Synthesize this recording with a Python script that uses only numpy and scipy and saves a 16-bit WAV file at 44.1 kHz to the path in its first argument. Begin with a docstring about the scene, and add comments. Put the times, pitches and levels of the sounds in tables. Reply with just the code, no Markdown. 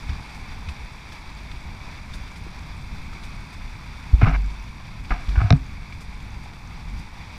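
"""An indoor pool: swimmers crawl along, heard at the edge from a hand-held camera in a waterproof case.
Crackling drops and bubbles blur in the hall into an uneven wash, coloured by the air in the hollow case.
Nearer splashes, fine spray and single plopping bubbles stand out from it; all are built from noise and sines.
The hand rumbles on the case, then shifts its grip twice: dull thumps, finger scrapes, and clacks of the case,
first two dull ones, then two sharp ones."""
import sys
import numpy as np
from scipy import signal
from scipy.fft import rfft, irfft, next_fast_len
from scipy.io import wavfile
from scipy.ndimage import uniform_filter1d

SR = 44100
rng = np.random.default_rng(int(sys.argv[2]) if len(sys.argv) > 2 else 0)


def unload_wav(signal):
    """Save mono or channel-first audio to the path in sys.argv[1] as 16-bit WAV at rate SR, clipped to [-1, 1]."""
    wavfile.write(
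        sys.argv[1],
        SR,
        np.round(np.clip(np.atleast_2d(signal).T, -1, 1) * 32767).astype(np.int16),
    )


N = 325442  # length in samples
T = np.arange(N) / SR  # time in seconds


# how busy the water is: time_s, wash level_db
WATER_ACTIVITY = [(0.0, -42.5), (1.17, -44.5), (4.36, -44), (4.79, -46.5), (5.08, -45.5), (5.32, -43),
                  (5.69, -46.5), (7.38, -45)]
# tone of churned water, relative: pitch_hz, level_db (per Hz)
WASH_TONE = [(150, -9.5), (250, -6.5), (350, -9), (540, -13.5), (720, -9.5), (930, -3.5), (1250, -8.5),
             (1900, -10.5), (2550, -6), (2900, -20), (4000, -16), (5700, -22.5), (6500, -28.5),
             (15000, -46)]


def wash():
    """Kicks and overflowing water: dense crackle and many bubbles, surging unevenly."""
    crackle = hall(grains(rate=5000, spread_db=4), wet_db=0.5)
    crackle = crackle * undb(1.0 * walk(22))
    gurgle = bubbles(count=2200, low_hz=685, high_hz=6270, cycles=17.0, spread_db=20)
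    gurgle = hall(gurgle, wet_db=5)
    water = cavity(crackle + undb(-14) * gurgle)
    return colour(water, WASH_TONE) * undb(curve(WATER_ACTIVITY, axis=1))


# tone of droplets, relative: pitch_hz, level_db (per Hz)
SPRAY_TONE = [(1500, 4), (2300, 3.5), (3000, -8), (5000, 3.5), (6500, -3), (8800, -5.5), (10300, -8.5),
              (12000, -15), (15000, -16.5)]
# tone of a slap on the surface, relative: pitch_hz, level_db (per Hz)
SLAP_TONE = [(300, -7), (800, -12), (1300, 5), (2000, 1), (2800, -1), (3300, -2.5), (4700, -3.5),
             (6500, -16), (15000, -37)]
# nearer splashes: start_s, spray level_db, slap level_db
NEAR_SPLASHES = [(0.091, -56, -39.5), (0.338, -49, -46), (0.685, -49, -37), (1.118, -50, -44),
                 (1.512, -55, -41.5), (2.135, -44.5, -46), (2.357, -50, -45), (3.129, -53, -50),
                 (3.233, -47.5, -43), (3.523, -51, -62), (5.046, -58, -42), (5.287, -53, -39.5),
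                 (5.923, -61, -46), (6.004, -47, -49), (6.43, -53, -59), (6.985, -51, -54)]
SLAP_S, SHOWER_S = 0.012, 0.031  # the slap is brief, its drops fall for longer
FAR_SPLASHES_PER_S, FAR_SPRAY_DB, FAR_SLAP_DB = 2, -60, -48


def splashes():
    """An arm or wavelet slaps the water and throws a shower of drops; farther ones come at random."""
    shower, slap = np.zeros(N), np.zeros(N)
    drops = grains(rate=5000, spread_db=3)
    sheet = grains(rate=4000, spread_db=3)
    times = np.cumsum(rng.exponential(size=40)) / FAR_SPLASHES_PER_S
    far = [(start_s, FAR_SPRAY_DB, FAR_SLAP_DB) for start_s in times[times < T[-1]]]
    for start_s, spray_db, slap_db in list(NEAR_SPLASHES) + far:
        add(shower, start_s, undb(spray_db) * swell(SHOWER_S))
        add(slap, start_s, undb(slap_db) * swell(SLAP_S))
    return shower * colour(drops, SPRAY_TONE) + slap * colour(cavity(sheet), SLAP_TONE)


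def spray():
    """Fine drops patter on the surface in little showers, and foam fizzes as tiny high bubbles."""
    drops = hall(grains(rate=2500, spread_db=5.0), wet_db=-2)
    drops = drops * undb(0.43 * walk(22))
    fizz = bubbles(count=400, low_hz=5550, high_hz=15000, cycles=47, spread_db=25)
    mix = drops + undb(-13.5) * fizz
    return colour(mix, SPRAY_TONE) * undb(curve(WATER_ACTIVITY, axis=1) - 12)  # 12 dB under the wash


# single larger bubbles: start_s, starting pitch_hz, peak level_db
PLOP_EVENTS = [(.198, 870, -35), (.689, 2530, -31), (2.136, 3600, -34), (2.466, 320, -31.5),
               (3.131, 1290, -35), (5.924, 2290, -31), (6.459, 796, -36), (6.722, 1230, -39)]
PLOP_T60_S = 0.037  # time to fade by 60 dB


def plops():
    """Pockets of air close near the edge of the pool, and each rings as a short rising tone."""
    out = np.zeros(N)
    for start_s, pitch_hz, level_db in PLOP_EVENTS:
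        add(out, start_s, undb(level_db) * bubble(pitch_hz, PLOP_T60_S, glide=0.045))
    return out


# bumps of the hand on the case: start_s, pitch_hz, peak level_db
HAND_BUMPS = [(0.088, 71, -17), (0.673, 71, -22), (2.959, 35.8, -30), (4.128, 53.7, -1),
              (4.227, 104.5, -0.5), (4.248, 35, -9.5), (4.272, 155, -13), (5.102, 38.7, -11.5),
              (5.369, 62, -5), (5.413, 102, -12), (5.44, 96, -9), (5.508, 92.4, -2), (5.529, 140.4, -2),
              (5.549, 60, -18), (6.07, 49, -27), (6.87, 44, -28.5)]
# the camera wobbles on its mount as the grip loosens: start_s, peak level_db
MOUNT_WOBBLES = [(4.18, -15.5), (4.324, -14), (5.28, -15)]
MOUNT_HZ, MOUNT_RISE_S, MOUNT_T60_S = 48.24, 0.0086, 0.8
THUMP_RISE_CYCLES = 0.727  # a bump builds up within one swing
THUMP_T60_S, THUMP_T60_S_PER_DB = 0.074, 0.0055  # fade of a 0 dB bump; added for each dB below that


def thumps():
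    """Each bump rocks the case in the hand, which damps it; held loosely, the camera wobbles on its mount."""
    out = np.zeros(N)
    for start_s, pitch_hz, level_db in HAND_BUMPS:
        rise_s = THUMP_RISE_CYCLES / pitch_hz
        t60_s = THUMP_T60_S - THUMP_T60_S_PER_DB * level_db  # lighter bumps swing for longer
        add(out, start_s, undb(level_db) * rocking(pitch_hz, rise_s, t60_s))
    for start_s, level_db in MOUNT_WOBBLES:
        add(out, start_s, undb(level_db) * rocking(MOUNT_HZ, MOUNT_RISE_S, MOUNT_T60_S))
    # low noise that follows the strength of the swings
    shudder_tone = [(20, 2), (170, 0.0), (290, -16), (420, -18.5), (900, -58)]
    shudder = colour(rng.standard_normal(N), shudder_tone)
    strength = uniform_filter1d(np.abs(out), size=512)
    return out + undb(-18) * shudder * strength


# fingers slipping on the case:
# start_s, length_s, level_db, fade_db over the slip (negative swells), pitch_hz of the pressed wall
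FINGER_SLIPS = [(4.213, 0.015, -24, 2.5, 750), (4.228, 0.022, -26.5, -1.5, 2090),
                (4.255, 0.031, -27, -4, 1250), (4.285, 0.033, -26, 6.5, 714),
                (4.322, .044, -33.5, -2.5, 2220), (5.105, .026, -23.5, 6, 1320), (5.132, .12, -33, 20, 760),
                (5.356, .012, -33.5, 2, 1650), (5.374, 0.045, -37, -4, 1510), (5.415, 0.12, -34, 13, 680),
                (5.524, 0.074, -37, 17, 430)]
# tone of the skin's ticks, relative: pitch_hz, level_db (per Hz)
SCRAPE_TONE = [(270, 2), (370, -9), (550, -17.5), (700, 3), (850, -4), (1300, -0.5), (1650, -2.5),
               (1850, -12.5), (2200, -3), (2800, -12.5), (3200, -23.5), (3700, -23), (5500, -28.5),
               (9000, -63)]
WALL_DB, WALL_Q = -1.5, 4.7  # how strongly and how purely the pressed wall rings


def scrapes():
    """Skin sticks and slips on plastic in quick irregular ticks; the wall under the finger rings along."""
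    ticks = grains(rate=2500, spread_db=1.5) * undb(1.0 * walk(110))
    ticks = colour(ticks, SCRAPE_TONE)
    out = np.zeros(N)
    for start_s, length_s, level_db, fade_db, pitch_hz in FINGER_SLIPS:
        t = T[:int((length_s + 0.02) * SR)]
        pressure = undb(-fade_db * t / length_s) * (t < length_s)
        pressure = uniform_filter1d(pressure, size=160, mode="constant")  # soft start and end
        slip = pressure * ticks[int(start_s * SR):][:len(t)]
        wall = signal.lfilter(*signal.iirpeak(pitch_hz, WALL_Q, fs=SR), slip)
        add(out, start_s, undb(level_db) * (slip + undb(WALL_DB) * wall))
    return out


# the case clacks in its mount: start_s, peak level_db, corner_hz (a harder contact reaches higher)
CLACK_EVENTS = [(4.2173, -14, 1020), (4.268, -16, 900), (5.505, -4, 5600), (5.5254, -11, 4840)]
# ringing tones of the case, before a slight detuning: pitch_hz, relative level_db, t60_s (60 dB fade)
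CASE_TONES = [(264.5, -11.5, 0.22), (450, -14.5, 0.065), (630, -4.5, 0.02), (711, -3.5, 0.041),
              (1264, -0.5, 0.013), (1330, -5.5, 0.018), (1600, -7, 0.015), (2130, -8.5, 0.018),
              (2440, -5.5, 0.011), (2980, -12.5, 0.01), (3716, -2.5, 0.01), (4130, -2, 0.006),
              (5100, -3, 0.0052), (5590, -2, 0.006), (7332, -29, 0.0063)]


def clacks():
    """Hard contacts ring the case's own tones; softer contacts weaken the upper ones."""
    out, t = np.zeros(N), T[:SR // 4]
    for start_s, level_db, corner_hz in CLACK_EVENTS:
        detune = 1 + 0.01 * rng.standard_normal(len(CASE_TONES))  # about 1 % either way
        ring = np.zeros(len(t))
        for k, (pitch_hz, tone_db, t60_s) in enumerate(CASE_TONES):
            strength = (-1) ** k * undb(tone_db) / (1 + (pitch_hz / corner_hz) ** 2)
            ring += strength * fade(t, t60_s) * np.sin(2 * np.pi * pitch_hz * detune[k] * t)
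        lowpass = signal.butter(4, corner_hz, fs=SR, output="sos")
        crack = signal.sosfilt(lowpass, rng.standard_normal(len(t))) * fade(t, 0.011)
        sound = ring + undb(-12.5) * crack
        add(out, start_s, undb(level_db) * sound / np.abs(sound).max())
    return out


# tone of the hand's rumble, relative: pitch_hz, level_db (per Hz)
RUMBLE_TONE = [(15, -4), (28, -0.5), (45, -0.5), (70, -3), (110, -9), (160, -11.5), (240, -18.5),
               (400, -35.5), (800, -61.5)]
RUMBLE_DB, RESTLESS_DB, RESTLESS_S = -37, 2.5, 0.24  # hand at rest; extra level and time spread at a bump


def rumble():
    """Small movements of the hand reach the microphone through the case, more so around each bump."""
    tremor_db = 1.7 * walk(14)
    near_bumps = [np.exp(-((T - start_s) / RESTLESS_S) ** 2) for start_s, _, _ in HAND_BUMPS]
    restless = np.max(near_bumps, axis=0)
    noise = colour(rng.standard_normal(N), RUMBLE_TONE)
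    return noise * undb(RUMBLE_DB + RESTLESS_DB * restless + tremor_db)


# air tones inside the case: pitch_hz, width_hz, added level_db
CASE_AIR = [(2266, 145, 2), (3510, 320, 4), (4710, 123, 6), (5640, 210, 1)]


def cavity(x):
    """Sound from outside makes the air in the case resonate."""
    out = x
    for pitch_hz, width_hz, level_db in CASE_AIR:
        peak = signal.iirpeak(pitch_hz, pitch_hz / width_hz, fs=SR)
        out = out + undb(level_db) * signal.lfilter(*peak, x)
    return out


HALL_T60_S = 2  # time for the echo to fade by 60 dB


def hall(x, wet_db):
    """Direct sound plus one second of the tiled hall's diffuse tail, which builds up softly; rms 1."""
    t = T[:SR]
    tail = rng.standard_normal(SR) * fade(t, HALL_T60_S) * (1 - np.exp(-t / 0.11))
    echo = irfft(rfft(x, N) * rfft(tail, N), N)
    return unit(x + undb(wet_db) * unit(echo))


def bubble(hz, t60, glide):
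    """Trapped air rings for a moment and rises in pitch as it nears the surface."""
    t = T[:int(t60 * SR)]
    return fade(t, t60) * np.sin(2 * np.pi * hz * t * (1 + glide * t / t60))


def bubbles(count, low_hz, high_hz, cycles, spread_db):
    """Many small bubbles at random moments, of very unequal loudness; rms 1."""
    out = np.zeros(N)
    for when, pitch, size in rng.random((count, 3)):
        hz = low_hz * (high_hz / low_hz) ** pitch
        add(out, when * T[-1], undb(spread_db * size ** 2) * bubble(hz, cycles / hz, glide=0.078))
    return unit(out)


def grains(rate, spread_db):
    """Random tiny impacts of very unequal size, about rate per second; rms 1."""
    chance, size, sign = rng.random(N), rng.standard_normal(N), np.sign(rng.standard_normal(N))
    hits = chance < rate / SR
    return unit(hits * sign * undb(spread_db * np.clip(size, -2.5, 2.5)))


def swell(length):
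    """A quick rise, peaking after a third of length (s), and a slower fall."""
    age = T[:SR // 2] / (length / 3)
    return age * np.exp(1 - age)


def rocking(hz, rise, t60):
    """A low swing that builds up and dies away."""
    t = T[:SR]
    build = np.sin(np.pi / 2 * np.minimum(t / rise, 1)) ** 2
    return build * fade(np.maximum(t - rise, 0), t60) * np.sin(2 * np.pi * hz * t)


def undb(db):
    """Decibels to gain."""
    return 10 ** (np.asarray(db) / 20)


def unit(x):
    """Scale to rms 1."""
    return x / np.sqrt(np.mean(x ** 2) + 1e-18)


def curve(rows, axis):
    """One column of a table, joined over time by straight lines."""
    rows = np.asarray(rows)
    return np.interp(T, rows[:, 0], rows[:, axis])


def colour(x, points):
    """Filter with the given (Hz, dB) curve that only looks back in time; rms 1."""
    hz, db = np.transpose(points)
    size = next_fast_len(N) * 2
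    bin_hz = np.arange(size // 2 + 1) * SR / size
    log_gain = np.log(undb(np.interp(np.log(bin_hz + 1), np.log(hz), db)))
    # folding the cepstrum gives the filter minimum phase, so nothing sounds early
    cepstrum = irfft(log_gain)
    cepstrum[1:size // 2] *= 2
    cepstrum[size // 2 + 1:] = 0
    return unit(irfft(rfft(x, size) * np.exp(rfft(cepstrum)))[:N])


def walk(rate):
    """Smooth random wandering with rms 1, taking rate steps per second."""
    size = int(SR / rate)
    steps = np.repeat(rng.standard_normal(4096)[:N // size + 1], size)
    return unit(uniform_filter1d(steps, size)[:N])


def fade(t, t60):
    """Exponential decay, down 60 dB after t60 seconds."""
    return np.exp(-np.log(1000) * t / t60)


def add(out, s, sound):
    """Mix a sound in at a time in seconds."""
    i = max(int(s * SR), 0)
    out[i:i + len(sound)] += sound[:max(N - i, 0)]


def scene():
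    """The pool through the case, and the hand on it."""
    water = wash() + splashes() + spray() + plops()
    hand = thumps() + scrapes() + clacks() + rumble()
    return (water + hand)[None]


TOP_HZ = 15400


def record(dry):
    """The camera cuts the top of the treble steeply."""
    return signal.sosfilt(signal.ellip(12, 0.1, 80, TOP_HZ, fs=SR, output="sos"), dry)


dry = scene()
out = record(dry)
unload_wav(out)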